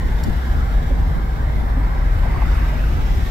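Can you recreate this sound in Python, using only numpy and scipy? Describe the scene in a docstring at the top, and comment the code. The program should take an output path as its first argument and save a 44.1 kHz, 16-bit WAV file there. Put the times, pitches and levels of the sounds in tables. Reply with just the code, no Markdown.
"""The boom of a car cabin on a highway, heard by a phone with two microphones a hand apart: noise shaped by cabin modes.
Tyre roar and air hiss come in from the window side as coloured noise and swell as traffic draws alongside.
Draughts puff low noise on one microphone or the other; a small lip click is four ticks of damped modes.
Road bumps and loose trim taps are decaying sines; brief swells in the traffic noise are short bands of noise."""
import sys
import numpy as np
from scipy import signal
from scipy.fft import rfft, irfft
from scipy.io import wavfile
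from scipy.ndimage import uniform_filter1d, minimum_filter1d

SR = 44100
rng = np.random.default_rng(int(sys.argv[2]) if len(sys.argv) > 2 else 0)


def store_pcm(level_fs):
    """Save levels as 16-bit WAV."""
    pcm = np.round(np.clip(level_fs, -1, 1) * 32767).astype(np.int16)
    wavfile.write(sys.argv[1], SR, np.atleast_2d(pcm).T)


def field_ratio(decibels):
    """Amplitude ratio for a level in dB (20 dB per decade); scalars and array-likes work."""
    return 10 ** (np.asarray(decibels, dtype=float) / 20)


N = 145530  # samples, 3.3 s


def evened(x):
    """Normalisation: divides a signal by its root mean square, so that its rms is 1."""
    return x / np.sqrt(np.mean(abs(x) ** 2) + 1e-20)


def read(points, hz):
    """Spectral envelope: interpolates a table linearly over log frequency."""
    f, value = np.transpose(points)
    return np.interp(np.log(hz + 1), np.log(f + 1), value)


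def lifts(bands, hz):
    """Resonance: each mode lifts the spectrum in dB by a Lorentzian curve of the given width."""
    return sum(db / (1 + (2 * (hz - f) / width) ** 2) for f, width, db in bands)


def frame_grid(size):
    """Short-time Fourier analysis: frame times in a column and bin frequencies in Hz."""
    times = np.arange(N * 4 // size + 5) * size / 4 / SR
    return times[:, None], np.fft.rfftfreq(size, 1 / SR)


def noise(field_db, size, same, lead_s=0., patchy_db=0., cells=(1, 1)):
    """Partial coherence: the left noise holds a share of the right, lead_s early, plus its own noise."""
    t, hz = frame_grid(size)
    a, b, c, d, patch = np.moveaxis(rng.standard_normal((len(t), len(hz), 5)), 2, 0)
    # level patches, smoothed over cells of (frames, bins)
    patch = uniform_filter1d(patch, cells[0], 0)
    patch = evened(uniform_filter1d(patch, cells[1], 1))
    same = np.clip(same, 0, 1)
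    right = a + 1j * b
    lead = np.exp(2j * np.pi * hz * lead_s)
    left = same * right * lead + np.sqrt(1 - same ** 2) * (c + 1j * d)
    z = np.array([left, right]) * field_ratio(field_db + patchy_db * patch)
    return signal.istft(np.swapaxes(z, 1, 2), nperseg=size, noverlap=size * 3 // 4)[1][:, :N]


# Level curve of the boom. Each row: time in seconds, level in dB.
BOOM_LEVEL = [(0, -20), (.14, -15), (.22, -18.5), (.33, -13), (.44, -23.5), (.52, -11.5), (.68, -19.5),
              (.78, -12.5), (.84, -18), (.97, -13.5), (1.12, -16.5), (1.37, -21), (1.44, -16.5), (1.7, -16),
              (1.85, -14.5), (1.96, -19), (2.1, -13.5), (2.38, -15), (2.49, -12), (2.75, -17.5),
              (2.86, -14), (3.03, -15), (3.19, -12.5), (3.3, -21.5)]
# Spectrum of the boom between its modes. Each row: frequency in Hz, level in dB.
BOOM_COLOUR = [(8, -56), (16, -1), (23, -8), (45, 2), (65, -3), (100, -13.5), (180, -21), (300, -26),
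               (550, -33), (800, -36.5), (1200, -67)]
# Standing waves of the cabin. Each row: frequency in Hz, width in Hz, lift in dB.
CABIN_MODES = [(47.1, 15.4, 5.5), (93.9, 4, 10.5), (132, 5.4, 5), (152.4, 22.7, 6.5), (238.7, 22.6, 5.5)]
# How far the spectrum follows the swell. Each row: frequency in Hz, share of the swell in dB from 0 to 1.
BOOM_FOLLOW = [(80, 0.89), (130, 0.21)]
# Left-right likeness of the boom. Each row: frequency in Hz, coherence from 0 to 1.
BOOM_COHERENCE = [(40, .98), (150, .95), (600, .9)]


def boom():
    """Modal resonance: road shake and buffeting ring the low cabin modes; the lowest ones surge most."""
    hz = frame_grid(4096)[1]
    s, db = np.transpose(BOOM_LEVEL)
    colour_db = read(BOOM_COLOUR, hz) + lifts(CABIN_MODES, hz)
    still = evened(noise(colour_db, 4096, read(BOOM_COHERENCE, hz), lead_s=0.000244, patchy_db=1.5))
    t, hz = frame_grid(1024)
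    z = signal.stft(still, nperseg=1024, noverlap=768)[2]
    # chance lumps of the noise, in dB, at each frame
    power = uniform_filter1d((still ** 2).mean(0), size=2400)
    at_frame = np.minimum(np.arange(z.shape[2]) * 256, N - 1)
    lumps_db = 10 * np.log10(power[at_frame] + 0.056)
    # the swell takes most of these lumps away
    curve_db = np.interp(t[:z.shape[2]], s, db - db.mean())
    swell_db = (curve_db - 0.85 * lumps_db[:, None]) * read(BOOM_FOLLOW, hz)
    swelling = signal.istft(z * field_ratio(swell_db.T), nperseg=1024, noverlap=768)[1][:, :N]
    return field_ratio(db.mean()) * swelling


# Left-right likeness of the sound from the window. Each row: frequency in Hz, coherence from 0 to 1.
WINDOW_COHERENCE = [(900, 0.059), (1400, 0.71), (2100, 0.45), (2600, 0.073), (15000, 0.04)]


def window_noise(colour, bands, patchy_db, cells):
    """Arrival-time difference: sound from the window side reaches the left microphone first."""
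    hz = frame_grid(1024)[1]
    colour_db = read(colour, hz) + lifts(bands, hz)
    same = read(WINDOW_COHERENCE, hz)
    return evened(noise(colour_db, 1024, same, lead_s=0.00048, patchy_db=patchy_db, cells=cells))


# Traffic and road outside, also played by air_hiss. Each row: time in seconds, tyre roar in dB, air hiss in dB.
OUTSIDE_LEVELS = [(0, -34, -45), (.27, -34.5, -42), (.7, -34, -44.5), (1.18, -34, -47), (1.3, -37, -46.5),
                  (1.42, -34, -47), (2.05, -33, -46.5), (2.35, -33.5, -44), (2.53, -32.5, -41.5),
                  (2.7, -32.5, -43), (2.89, -35.5, -42.5), (3.05, -34, -42), (3.3, -35.5, -40.5)]
# Spectrum of the tyre roar. Each row: frequency in Hz, level in dB.
ROAR_COLOUR = [(250, -11.5), (500, -3), (800, -1.5), (1200, -2.5), (1700, -5.5), (2100, -7), (2500, -19.5),
               (4000, -59)]
# Cabin echoes that ripple the roar. Each row: frequency in Hz, width in Hz, lift in dB.
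ROAR_BANDS = [(597, 26, 2.5), (785.5, 40, 5.5), (1033, 35, 1), (1600, 80, 2)]


def tyre_roar():
    """Amplitude modulation: tyre noise of fixed colour, rippled by cabin echoes, follows a level curve."""
    s, roar_db, _ = np.transpose(OUTSIDE_LEVELS)
    roar = window_noise(ROAR_COLOUR, ROAR_BANDS, patchy_db=2.5, cells=(30, 2))
    return field_ratio(np.interp(np.arange(N) / SR, s, roar_db)) * roar


# Spectrum of the air hiss. Each row: frequency in Hz, level in dB.
HISS_COLOUR = [(1500, -0.5), (2500, -1), (3800, 2), (4100, -2.5), (6600, -11.5), (9000, -14), (10200, -19),
               (11600, -9), (12600, -10.5), (15900, -15.5)]
# Cabin echoes that ripple the hiss. Each row: frequency in Hz, width in Hz, lift in dB.
HISS_BANDS = [(2750, 26, 4), (3010, 80, 5.5), (5430, 1100, 4), (7290, 230, 7), (11500, 360, 5.5)]


def air_hiss():
    """Broadband flow noise: air hiss, rippled by cabin echoes, follows a level curve with a slight flutter."""
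    s, _, hiss_db = np.transpose(OUTSIDE_LEVELS)
    hiss = window_noise(HISS_COLOUR, HISS_BANDS, patchy_db=2., cells=(25, 3))
    flutter_db = 0.71 * evened(uniform_filter1d(rng.standard_normal(N), 900))
    return field_ratio(np.interp(np.arange(N) / SR, s, hiss_db) + flutter_db) * hiss


# Strong puffs. Each row: middle in seconds, length in seconds (three standard deviations of a bell curve),
# peak of the added level in dB, microphone (0 left, 1 right).
PUFFS = [(0.06, 0.053, -19.5, 1), (0.291, 0.045, -13.5, 0), (0.915, 0.039, -19, 1),
         (1.175, 0.034, -16.5, 1), (1.572, 0.061, -23.5, 1)]
# Spectrum of the wind. Each row: frequency in Hz, level in dB.
PUFF_COLOUR = [(30, -2), (80, 3), (250, -8.5), (450, -22), (1200, -62)]


def draughts():
    """Local turbulence: lumpy low wind, incoherent between the microphones, with a few strong puffs."""
    t, hz = np.arange(N) / SR, frame_grid(512)[1]
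    wind = evened(noise(read(PUFF_COLOUR, hz), 512, same=0.))
    lumps = uniform_filter1d(rng.standard_normal((N, 2)), 1300, 0)
    lumps = evened(uniform_filter1d(lumps, 1300, 0)).T
    level = field_ratio(-39 + 6.5 * lumps)  # dB: middle level, rms of the lumps
    for middle, length, db, side in PUFFS:
        level[int(side > .5)] += field_ratio(db) * np.exp(-.5 * ((t - middle) / (length / 3)) ** 2)
    return wind * level


# Ticks of the lip click. Each row: start in seconds, drive level in dB,
# tilt of the drive in dB per octave above the lowest mode.
LIP_TICKS = [(.2338, -39, -9), (.2376, -32, 0), (.2418, -41, -2), (.2455, -38, -8)]
# Small modes of the mouth. Each row: nominal frequency in Hz, drive level in dB, 60 dB decay time in seconds.
LIP_MODES = [(3950, -1, 0.012), (4750, 3, 0.018), (5750, 6, 0.011), (7150, 2, .012), (11400, -8, 0.014),
             (15300, -7, 0.008)]


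def lips():
    """Impulse response: a short cluster of ticks rings small damped modes, with a spit of noise."""
    t, out = np.arange(1500) / SR, np.zeros((2, N))
    lowest_hz = LIP_MODES[0][0]
    for s, db, tilt_db in LIP_TICKS:
        tick = np.zeros((2, len(t)))
        for hz, level, t60 in LIP_MODES:
            decay = field_ratio(level + tilt_db * np.log2(hz / lowest_hz) - 60 * t / t60)
            ring = np.sin(2 * np.pi * hz * rng.uniform(0.91, 1.03) * t)  # pitch varies between ticks
            spit = 0.23 * rng.standard_normal((2, len(t)))
            tick += decay * (ring + spit)
        start = round(s * SR)
        # the sample difference brightens the tick; it is 2 dB louder on the left
        out[:, start:start + len(t)] += field_ratio(db) * np.diff(tick, prepend=0) * field_ratio([[1.], [-1.]])
    return out


# Road bumps. Each row: start in seconds, drive level in dB, lift of the upper mode in dB.
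BUMPS = [(.903, -18, -3), (1.765, -17, -13)]
# Lower and upper mode of the car body. Each row: frequency in Hz, 60 dB decay time in seconds.
BODY_MODES = [(262, 0.11), (550, 0.08)]


def bumps():
    """Damped free vibration: joints in the road knock the body, and its two modes ring briefly."""
    t, out = np.arange(6000) / SR, np.zeros(N)
    attack = np.minimum(t / 0.011, 1)
    low, high = (field_ratio(-60 * t / t60) * attack * np.sin(2 * np.pi * hz * t) for hz, t60 in BODY_MODES)
    for s, db, upper_db in BUMPS:
        start = round(s * SR)
        out[start:start + len(t)] += field_ratio(db) * (low + field_ratio(upper_db) * high)
    return out * field_ratio([[-2.], [2.]])  # 4 dB louder on the right


# Brief swells in the traffic noise. Each row: middle in seconds, length in seconds (between the 1/e points
# of power), level in dB before division by bandwidth, centre in Hz, half width in octaves (to 1/e of power).
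SWISHES = [(1.01, 0.062, -40.5, 900, 0.07), (2.27, 0.09, -36, 750, 0.45), (2.375, 0.057, -35, 780, 0.6),
           (2.425, 0.017, -30.5, 820, 0.3), (2.53, 0.052, -54, 5200, .2), (2.41, 0.19, -44, 2050, 0.085),
           (2.557, 0.24, -39.5, 1290, 0.45), (2.71, 0.8, -48.5, 2490, 0.15), (3.6, 0.1, -47, 3350, 0.1),
           (3.08, 0.48, -59, 5600, 0.23)]


def swishes():
    """Time-frequency localisation: band noise swells as a bell curve in time and in log frequency."""
    t, hz = frame_grid(512)
    power = 1e-16
    for s, length, db, f, width in SWISHES:
        in_time = ((t - s) / (length / 2)) ** 2
        in_pitch = (np.log2((hz + 1) / f) / width) ** 2
        power = power + field_ratio(2 * db) / (f * width) * np.exp(-in_time - in_pitch)
    unit = np.std(noise(0., 512, same=0.))  # rms of flat noise
    return noise(10 * np.log10(power * SR / 2), 512, same=0.32, patchy_db=3.5, cells=(4, 2)) / unit


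# Loose trim taps. Each row: start in seconds, drive level in dB, frequency in Hz.
TRIM_TAPS = [(1.0272, -22, 900), (2.409, -22, 1050), (2.423, -21, 760), (2.433, -22, 950)]


def trim_taps():
    """Damped oscillation: a loose bit of trim taps now and then, each tap a short decaying sine."""
    t, out = np.arange(6000) / SR, np.zeros(N)
    attack, t60 = np.minimum(t / .001, 1), .012  # 1 ms rise; 60 dB decay time in s
    for s, db, hz in TRIM_TAPS:
        start = round(s * SR)
        out[start:start + len(t)] += field_ratio(db - 60 * t / t60) * attack * np.sin(2 * np.pi * hz * t)
    return out * field_ratio([[-2.], [2.]])  # 4 dB louder on the right


def scene():
    """Superposition: the sound pressures of all sources add at the phone."""
    return boom() + tyre_roar() + air_hiss() + draughts() + lips() + bumps() + swishes() + trim_taps()


def band_limit(x):
    """A steep low-pass at the top of the band."""
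    return signal.sosfilt(signal.butter(12, 15910, fs=SR, output="sos"), x)


# Colour difference of the microphones. Each row: frequency in Hz, left over right in dB.
LEFT_OVER_RIGHT = [(1000, 1.17), (2000, -2.5), (3300, -1), (5500, 0), (9000, 5), (11600, -2.5),
                   (13000, 3.5), (15500, 10)]


def record(dry):
    """Linear filtering, then gain control: microphone colours, a band limit and a limiter on the peaks."""
    hz = np.fft.rfftfreq(N, 1 / SR)
    tilt_db = read(LEFT_OVER_RIGHT, hz) / 2  # half to each side
    x = irfft(rfft(dry) * field_ratio([tilt_db, -tilt_db]) * (hz < 15750), N)
    # one gain for both channels aims at a ceiling of -5.5 dB, held and smoothed over 10 ms
    gain = np.minimum(1, field_ratio(-5.5) / (abs(x).max(0) + 1e-9))
    gain = uniform_filter1d(minimum_filter1d(gain, size=441), size=441)
    return band_limit(x * gain)


dry = scene()
out = record(dry)
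store_pcm(out)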